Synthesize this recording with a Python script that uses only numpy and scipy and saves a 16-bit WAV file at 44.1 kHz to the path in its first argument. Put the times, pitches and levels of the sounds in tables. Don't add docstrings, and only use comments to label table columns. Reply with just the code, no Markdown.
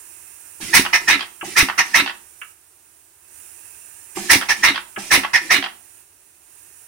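import sys
import numpy as np
from scipy import signal
from scipy.fft import rfft, irfft, next_fast_len
from scipy.io import wavfile
from scipy.ndimage import uniform_filter1d, map_coordinates

SR = 44100
rng = np.random.default_rng(int(sys.argv[2]) if len(sys.argv) > 2 else 0)


def store_wav(level_fs):
    pcm = np.round(np.clip(np.atleast_2d(level_fs), -1, 1) * 32767)
    wavfile.write(sys.argv[1], SR, pcm.T.astype(np.int16))


N = 302967


def amp(db):
    return 10 ** (np.asarray(db) / 20)


def unit(x):
    return x / np.sqrt(np.mean(x ** 2) + 1e-20)


def along(points, hz):
    f, v = np.transpose(points)
    return np.interp(np.log(hz + 1), np.log(f + 1), v)


def since(s):
    return np.arange(N) / SR - s


def ramp(s, length):
    return np.clip(since(s) / length, 0, 1)


def wobble(rate):
    knots = rng.standard_normal(int(N * rate / SR) + 4)
    return map_coordinates(knots, [np.arange(N) * rate / SR])


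def filtered(x, response):
    m = next_fast_len(N + 8192)
    spectrum = rfft(x, m) * response(np.fft.rfftfreq(m, 1 / SR))
    return irfft(spectrum, m)[..., :N]


def humps(modes, hz):
    power = sum((amp(db) / (1 + 2 * ((hz - c) / w) ** 2)) ** 2 for c, w, db in modes)
    return np.sqrt(power)


def patchy(x, depth_db):
    z = signal.stft(x, nperseg=1024)[2]
    field = uniform_filter1d(rng.standard_normal(z.shape[1:]), size=2, axis=0)
    field = uniform_filter1d(field, size=5, axis=1)
    return signal.istft(z * amp(depth_db * unit(field)), nperseg=1024)[1][:, :N]


def gate(s, length, rise, t60):
    t, out = np.arange(SR // 2) / SR, np.zeros(N + SR)
    opening = np.sin(np.pi / 2 * np.minimum(t / rise, 1)) ** 2
    decay = amp(-60 * np.maximum(t - length, 0) / t60)
    out[max(round(s * SR), 0):][:len(t)] = opening * decay
    return out[:N]


# frequency in Hz, left minus right in dB.
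AIR_TILT = [(100, -3), (1000, -1), (2100, -6), (3500, -2), (5500, -3), (7500, -8.5), (9500, -15),
            (11500, -5), (16000, -6.5)]
# frequency in Hz, left-right likeness from 0 to 1.
LIKENESS = [(350, .88), (1000, 0.36), (2200, .45), (4000, 0.064)]


def air(colour, patchy_db=2.5):
    def mix(hz):
        turn = np.arccos(np.clip(along(LIKENESS, hz), -1, 1)) / 2
        return colour(hz) * np.array([np.cos(turn), np.sin(turn)])

    mid, side = filtered(patchy(rng.standard_normal((2, N)), patchy_db), mix)
    stereo = np.array([mid + side, mid - side])
    return unit(filtered(stereo, lambda hz: amp(np.outer([.5, -.5], along(AIR_TILT, hz)))))


# first puff in seconds, time from it to the last puff in seconds,
# how long before the first puff air is let in, in seconds, supply pressure in dB.
BURSTS = [(.73, .346, .13, 0), (1.561, .378, .127, -4), (4.293, .336, .146, 0), (5.107, .394, .132, -4)]
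MIDDLE_AT = .569


def puff_times(stroke):
    start, length, *_ = np.transpose(BURSTS)
    return start + length * {"first": 0, "middle": MIDDLE_AT, "last": 1}[stroke]


STROKES = {"first": (-10, 0.0473, -13.5, .06, -8, 1, -14.5),
           "middle": (-12, .034, -26, .045, -27, 2.5, -17),
           "last": (-10.3, 0.0293, -14, .069, -24, -1.2, -13.7)}
BODY_FOLLOWS = .1


def puffs(*strokes):
    rows = []
    for stroke in strokes:
        blast_db, blast_length, down_db, down_length, jet_db, jet_follows, chirp_db = STROKES[stroke]
        for s, (*_, pressure_db) in zip(puff_times(stroke), BURSTS):
            body_db = BODY_FOLLOWS * pressure_db
            rows.append((s, blast_db + body_db, blast_length, down_db + body_db, down_length,
                         jet_db + jet_follows * pressure_db, chirp_db))
    return rows


USUAL_BURST_S, SLOW_LAG = .362, .45


def after_puffs(pattern):
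    stretch = (np.transpose(BURSTS)[1] / USUAL_BURST_S) ** SLOW_LAG
    return [(s, *rest) for stroke, delay, *rest in pattern
            for s in puff_times(stroke) + delay * stretch]


def port(levels, turbulence):
    modes = [(c, w, db) for (c, w, *_), db in zip(PORT_MODES, levels)]
    return lambda hz: np.hypot(amp(along(turbulence, hz)), humps(modes, hz))


# frequency in Hz, width in Hz, level in the blast in dB, level in the blow-down in dB.
PORT_MODES = [(955, 260, -7.5, -16.5), (1340, 330, -8.5, -12.5), (1760, 160, -1, -4.5),
              (1970, 220, -1, -17), (2130, 220, -2.5, -0.5), (2298, 110, -7.5, -9), (2495, 110, -0.5, -7),
              (2744, 360, -12, -5.5), (3860, 570, -26.5, -8), (5350, 280, -7, -21),
              (5810, 360, -6.5, -35.5), (6160, 310, -14, -26.5)]
# frequency in Hz, relative level in dB per Hz.
BLAST_BED = [(25, -31.5), (50, -20), (80, -23.5), (300, -23.5), (550, -26.5), (1500, -17), (4700, -14.5),
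             (6500, -22), (7500, -25.5), (10000, -26.5), (12500, -32.5), (16000, -29.5)]
# frequency in Hz, relative level in dB per Hz.
BLOWDOWN_BED = [(25, -48.5), (52, -20.5), (150, -28), (310, -12.5), (520, -26), (800, -21), (2500, -15.5),
                (4500, -29), (10000, -35), (16000, -39)]
# frequency in Hz, relative level in dB per Hz.
JET_COLOUR = [(25, -22), (52, -0.5), (600, -12), (3000, -8.5), (5500, 3), (7000, -7), (9800, -1.5),
              (11500, -9.5), (15500, -5.5)]


def exhaust():
    _, _, early_db, late_db = np.transpose(PORT_MODES)
    blast, blowdown, jet = np.zeros((3, N))
    for s, blast_db, blast_length, down_db, down_length, jet_db, _ in puffs("first", "middle", "last"):
        blast += amp(blast_db) * gate(s - .002, blast_length, rise=.015, t60=.09)
        blowdown += amp(down_db) * gate(s, down_length, rise=.045, t60=.11)
        jet += amp(jet_db) * gate(s, .028, rise=.029, t60=.19)
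    flutter = amp(1.3 * wobble(260))
    rush = blast * air(port(early_db, BLAST_BED))
    rush = rush + blowdown * air(port(late_db, BLOWDOWN_BED))
    rush = rush + jet * air(lambda hz: amp(along(JET_COLOUR, hz)))
    return flutter * rush


def whistle(rows, start_hz, end_hz, glide_at, peak_at, width, waver=.035):
    t, out = np.arange(SR // 10) / SR, np.zeros(N)
    drift = waver * wobble(350)
    glide = (1 + np.tanh(2 * (t - glide_at) / width)) / 2
    pitch = start_hz + (end_hz - start_hz) * glide
    swell = np.exp(-((t - peak_at) / width) ** 2)
    for s, *_, chirp_db in rows:
        i = round((s - .007) * SR)
        phase = 2 * np.pi * np.cumsum(pitch * (1 + drift[i:i + len(t)])) / SR
        out[i:i + len(t)] += amp(chirp_db) * swell * np.sin(phase)
    flutter, pan = amp(4.9 * wobble(250)), amp([[.5], [3.5]])
    return out * flutter * pan


# frequency in Hz, relative level in dB per Hz.
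INLET_COLOUR = [(60, -11.5), (200, -5), (350, 1), (520, -16.5), (1400, -10.5), (2400, -3), (3500, -9.5),
                (5400, -6), (9400, -10.5), (15700, -23)]
INLET_DB, INLET_LENGTH_S = -29, .2


def inlet(refill_db, refill_delay, refill_length):
    fills = [(s - lead, INLET_DB + db, INLET_LENGTH_S) for s, _, lead, db in BURSTS]
    refills = [(s + refill_delay, refill_db, refill_length) for s in puff_times("middle")]
    flow = np.zeros(N)
    for s, db, length in fills + refills:
        easing_db = -23 * np.clip(since(s), 0, 1)
        flow += amp(db + easing_db) * gate(s, length, rise=.02, t60=.091)
    return flow * air(lambda hz: amp(along(INLET_COLOUR, hz)), patchy_db=4)


# stroke, delay after its puff in seconds before
# stretching, ring in dB before a 6 dB trim, swell in seconds, push in dB.
PISTON_THUMPS = [("first", .068, -14.7, .004, -19), ("last", .086, -19.5, .016, -37)]
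# settled frequency in Hz, relative level in dB, t60 in seconds.
CASE_MODES = [(267, 0.5, .13), (354, -13, 0.35), (200, -16, 0.34)]


def thumps(sag):
    ring, push = np.zeros((2, N))
    t = np.arange(SR // 2) / SR
    for s, ring_db, swell, push_db in after_puffs(PISTON_THUMPS):
        age = t - swell
        clock = age + sag * swell * (1 - np.exp(-t / swell))
        modes = sum(amp(db - 60 * np.maximum(age, 0) / t60) * np.cos(2 * np.pi * hz * clock)
                    for hz, db, t60 in CASE_MODES)
        ring[round((s - swell) * SR):][:len(t)] += amp(ring_db - 6) * np.minimum(t / swell, 1) * modes
        push += amp(push_db) * gate(s - .005, .004, rise=.0027, t60=.04)
    return ring + push * air(lambda hz: hz / (hz + 60) / (1 + (hz / 330) ** 3), patchy_db=3)


# stroke, delay after its puff in seconds before
# stretching, body in dB, treble in dB, both before scatter.
CLACKS = [("first", .123, -17, -18.5), ("first", .135, -15.5, -28), ("last", .12, -21, -19),
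          ("last", .134, -21.5, -17.5), ("last", .154, -20.5, -27)]
CLACK_SCATTER_DB = .8
# frequency in Hz, width in Hz, relative level in dB.
GEAR_MODES = [(880, 220, 0.5), (1170, 220, 0), (1450, 200, 0.5), (1880, 350, 3), (2670, 350, 0.5),
              (3160, 400, -2), (4500, 900, -14)]


def rattle(split_hz, ring_t60, chatter_db):
    times, *levels_db = np.transpose(after_puffs(CLACKS))
    scatter = rng.standard_normal((len(times), 2)).T
    body_db, treble_db = levels_db + CLACK_SCATTER_DB * scatter
    contacts = []
    for s in times:
        clack = gate(s - .001, .00068, rise=.0023, t60=ring_t60)
        chatter = gate(s, 0, rise=.017, t60=.13)
        contacts.append(clack + amp(chatter_db) * chatter)

    def lower(hz):
        return 1 / (1 + (hz / split_hz) ** 6)

    body = amp(body_db) @ contacts * air(lambda hz: humps(GEAR_MODES, hz) * lower(hz))
    treble = amp(treble_db) @ contacts * air(lambda hz: humps(GEAR_MODES, hz) * (1 - lower(hz)))
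    return body + treble


# start in seconds, level in dB before the knock and hum trims.
CLUNKS = [(0.602, -41.5), (1.429, -26.5), (4.169, -23), (4.974, -26.5)]
# frequency in Hz, width in Hz, relative level in dB.
CRANK_MODES = [(200, 22, 3.5), (347, 26, 3.5), (790, 140, -2), (1210, 170, -11)]


def crank():
    knock = sum(amp(db + 1.5) * gate(s, .0025, rise=.0012, t60=.045) for s, db in CLUNKS)
    hum = sum(amp(db - 4.5) * gate(s, 0, rise=.009, t60=.22) for s, db in CLUNKS)
    knocking = knock * air(lambda hz: humps(CRANK_MODES[1:], hz))
    humming = hum * air(lambda hz: humps(CRANK_MODES[:-1], hz))
    return knocking + humming


# start in seconds, level in dB.
TICKS = [(1.411, -28.5), (2.415, -30), (4.961, -25.5)]
# frequency in Hz, width in Hz, relative level in dB.
TAPPET_MODES = [(1300, 170, -1.5), (1640, 230, -2.5), (2210, 450, -8.5), (2850, 410, -4)]


def ticks():
    ring = np.zeros(N)
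    for s, db in TICKS:
        tap = gate(s, .0028, rise=.001, t60=.083)
        linger = gate(s, 0, rise=.011, t60=.3)
        ring += amp(db) * (tap + .16 * linger)
    return ring * air(lambda hz: humps(TAPPET_MODES, hz) / (1 + (hz / 3400) ** 8))


# left delay in ms, right delay in ms, level in dB.
ECHOES = [(3.7, 2.95, -17.5), (6.05, 5.35, -11)]


def bench(x):
    def comb(hz):
        return 1 + sum(amp(db) * np.exp(-2j * np.pi * np.outer([left, right], hz) / 1000)
                       for left, right, db in ECHOES)

    return filtered(x, comb)


# frequency in Hz, t60 in seconds.
WORKSHOP_DECAY = [(400, 0.54), (2000, 0.31), (14000, 0.31)]


def workshop(x):
    hz, t, z = signal.stft(rng.standard_normal((2, SR // 2)), SR, nperseg=256)
    decay = amp(-60 * t / along(WORKSHOP_DECAY, hz)[:, None])
    tail = signal.istft(z * decay, SR, nperseg=256)[1]
    return signal.fftconvolve(x, tail / np.linalg.norm(tail[0]), axes=1)[:, :N]


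# opens in seconds, shuts in seconds, level in dB before sag, waver and panning.
LEAKS = [(-.2, 2.53, -41), (3.28, 6.03, -41.5), (6.5, 7.1, -45.5)]
LEAK_OPEN_S, LEAK_SHUT_S = .16, .04
LEAK_SAG_DB, SEEP_DB = 2.4, -52.3


def leak_level():
    level = np.full(N, float(SEEP_DB))
    for opens, shuts, db in LEAKS:
        used = sum(ramp(s, length) for s, length, *_ in BURSTS if opens < s < shuts)
        opening = ramp(opens - LEAK_OPEN_S / 2, LEAK_OPEN_S)
        shutting = ramp(shuts - LEAK_SHUT_S / 2, LEAK_SHUT_S)
        level += (opening - shutting) * (db - LEAK_SAG_DB * used - SEEP_DB)
    return level


# frequency in Hz, width in Hz, relative level in dB.
LEAK_MODES = [(950, 250, -14), (1700, 610, -10.5), (2606, 400, -9), (5990, 960, -11), (7170, 600, -4.5),
              (8600, 870, -2.5), (9640, 750, 0.7), (9900, 1300, -6), (14800, 3600, -8.5)]
LEAK_LAG_S = .00036


def leak(hiss_db):
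    noise = patchy(rng.standard_normal((2, N)), depth_db=2)
    hiss = unit(filtered(noise, lambda hz: humps(LEAK_MODES, hz)))
    late = filtered(hiss[1], lambda hz: np.exp(-2j * np.pi * hz * LEAK_LAG_S))
    hiss[0] = .6 * hiss[0] + .8 * late
    return amp(hiss_db) * hiss * amp([[-16], [2.5]])


# frequency in Hz, relative level in dB per Hz.
FLOOR_COLOUR = [(25, -7.5), (85, 9.5), (200, -7.5), (360, 7), (480, -2.5), (850, 1), (3000, -4.5),
                (15000, -1)]


def background(hiss_db):
    def colour(hz):
        alike = along(LIKENESS, hz)
        shares = np.sqrt(np.abs([alike, 1 - alike, 1 - alike]))
        return amp(along(FLOOR_COLOUR, hz)) * shares

    shared, left, right = filtered(rng.standard_normal((3, N)), colour)
    level_db = -53.5 + .4 * (hiss_db - hiss_db.mean())
    return amp(level_db) * unit(shared + np.array([left, right]))


def scene():
    rising = whistle(puffs("first", "last"), start_hz=1794, end_hz=2199,
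                     glide_at=.022, peak_at=.02, width=.012)
    falling = whistle(puffs("middle"), start_hz=2516, end_hz=1800,
                      glide_at=.018, peak_at=.036, width=.016)
    intake = inlet(refill_db=-36, refill_delay=.07, refill_length=.1)
    gear = rattle(split_hz=2710, ring_t60=.028, chatter_db=-11.5)
    engine = bench(exhaust() + rising + falling + intake + gear + ticks()) + crank()
    hiss_db = leak_level() + .3 * wobble(8.1)
    room = amp(-10.5) * workshop(engine)
    return engine + room + thumps(sag=.23) + leak(hiss_db) + background(hiss_db)


def record(dry):
    rounded = dry / (1 + np.abs(dry / .97) ** 5) ** (1 / 5)
    return filtered(rounded, lambda hz: hz < 15850)


dry = scene()
out = record(dry)
store_wav(out)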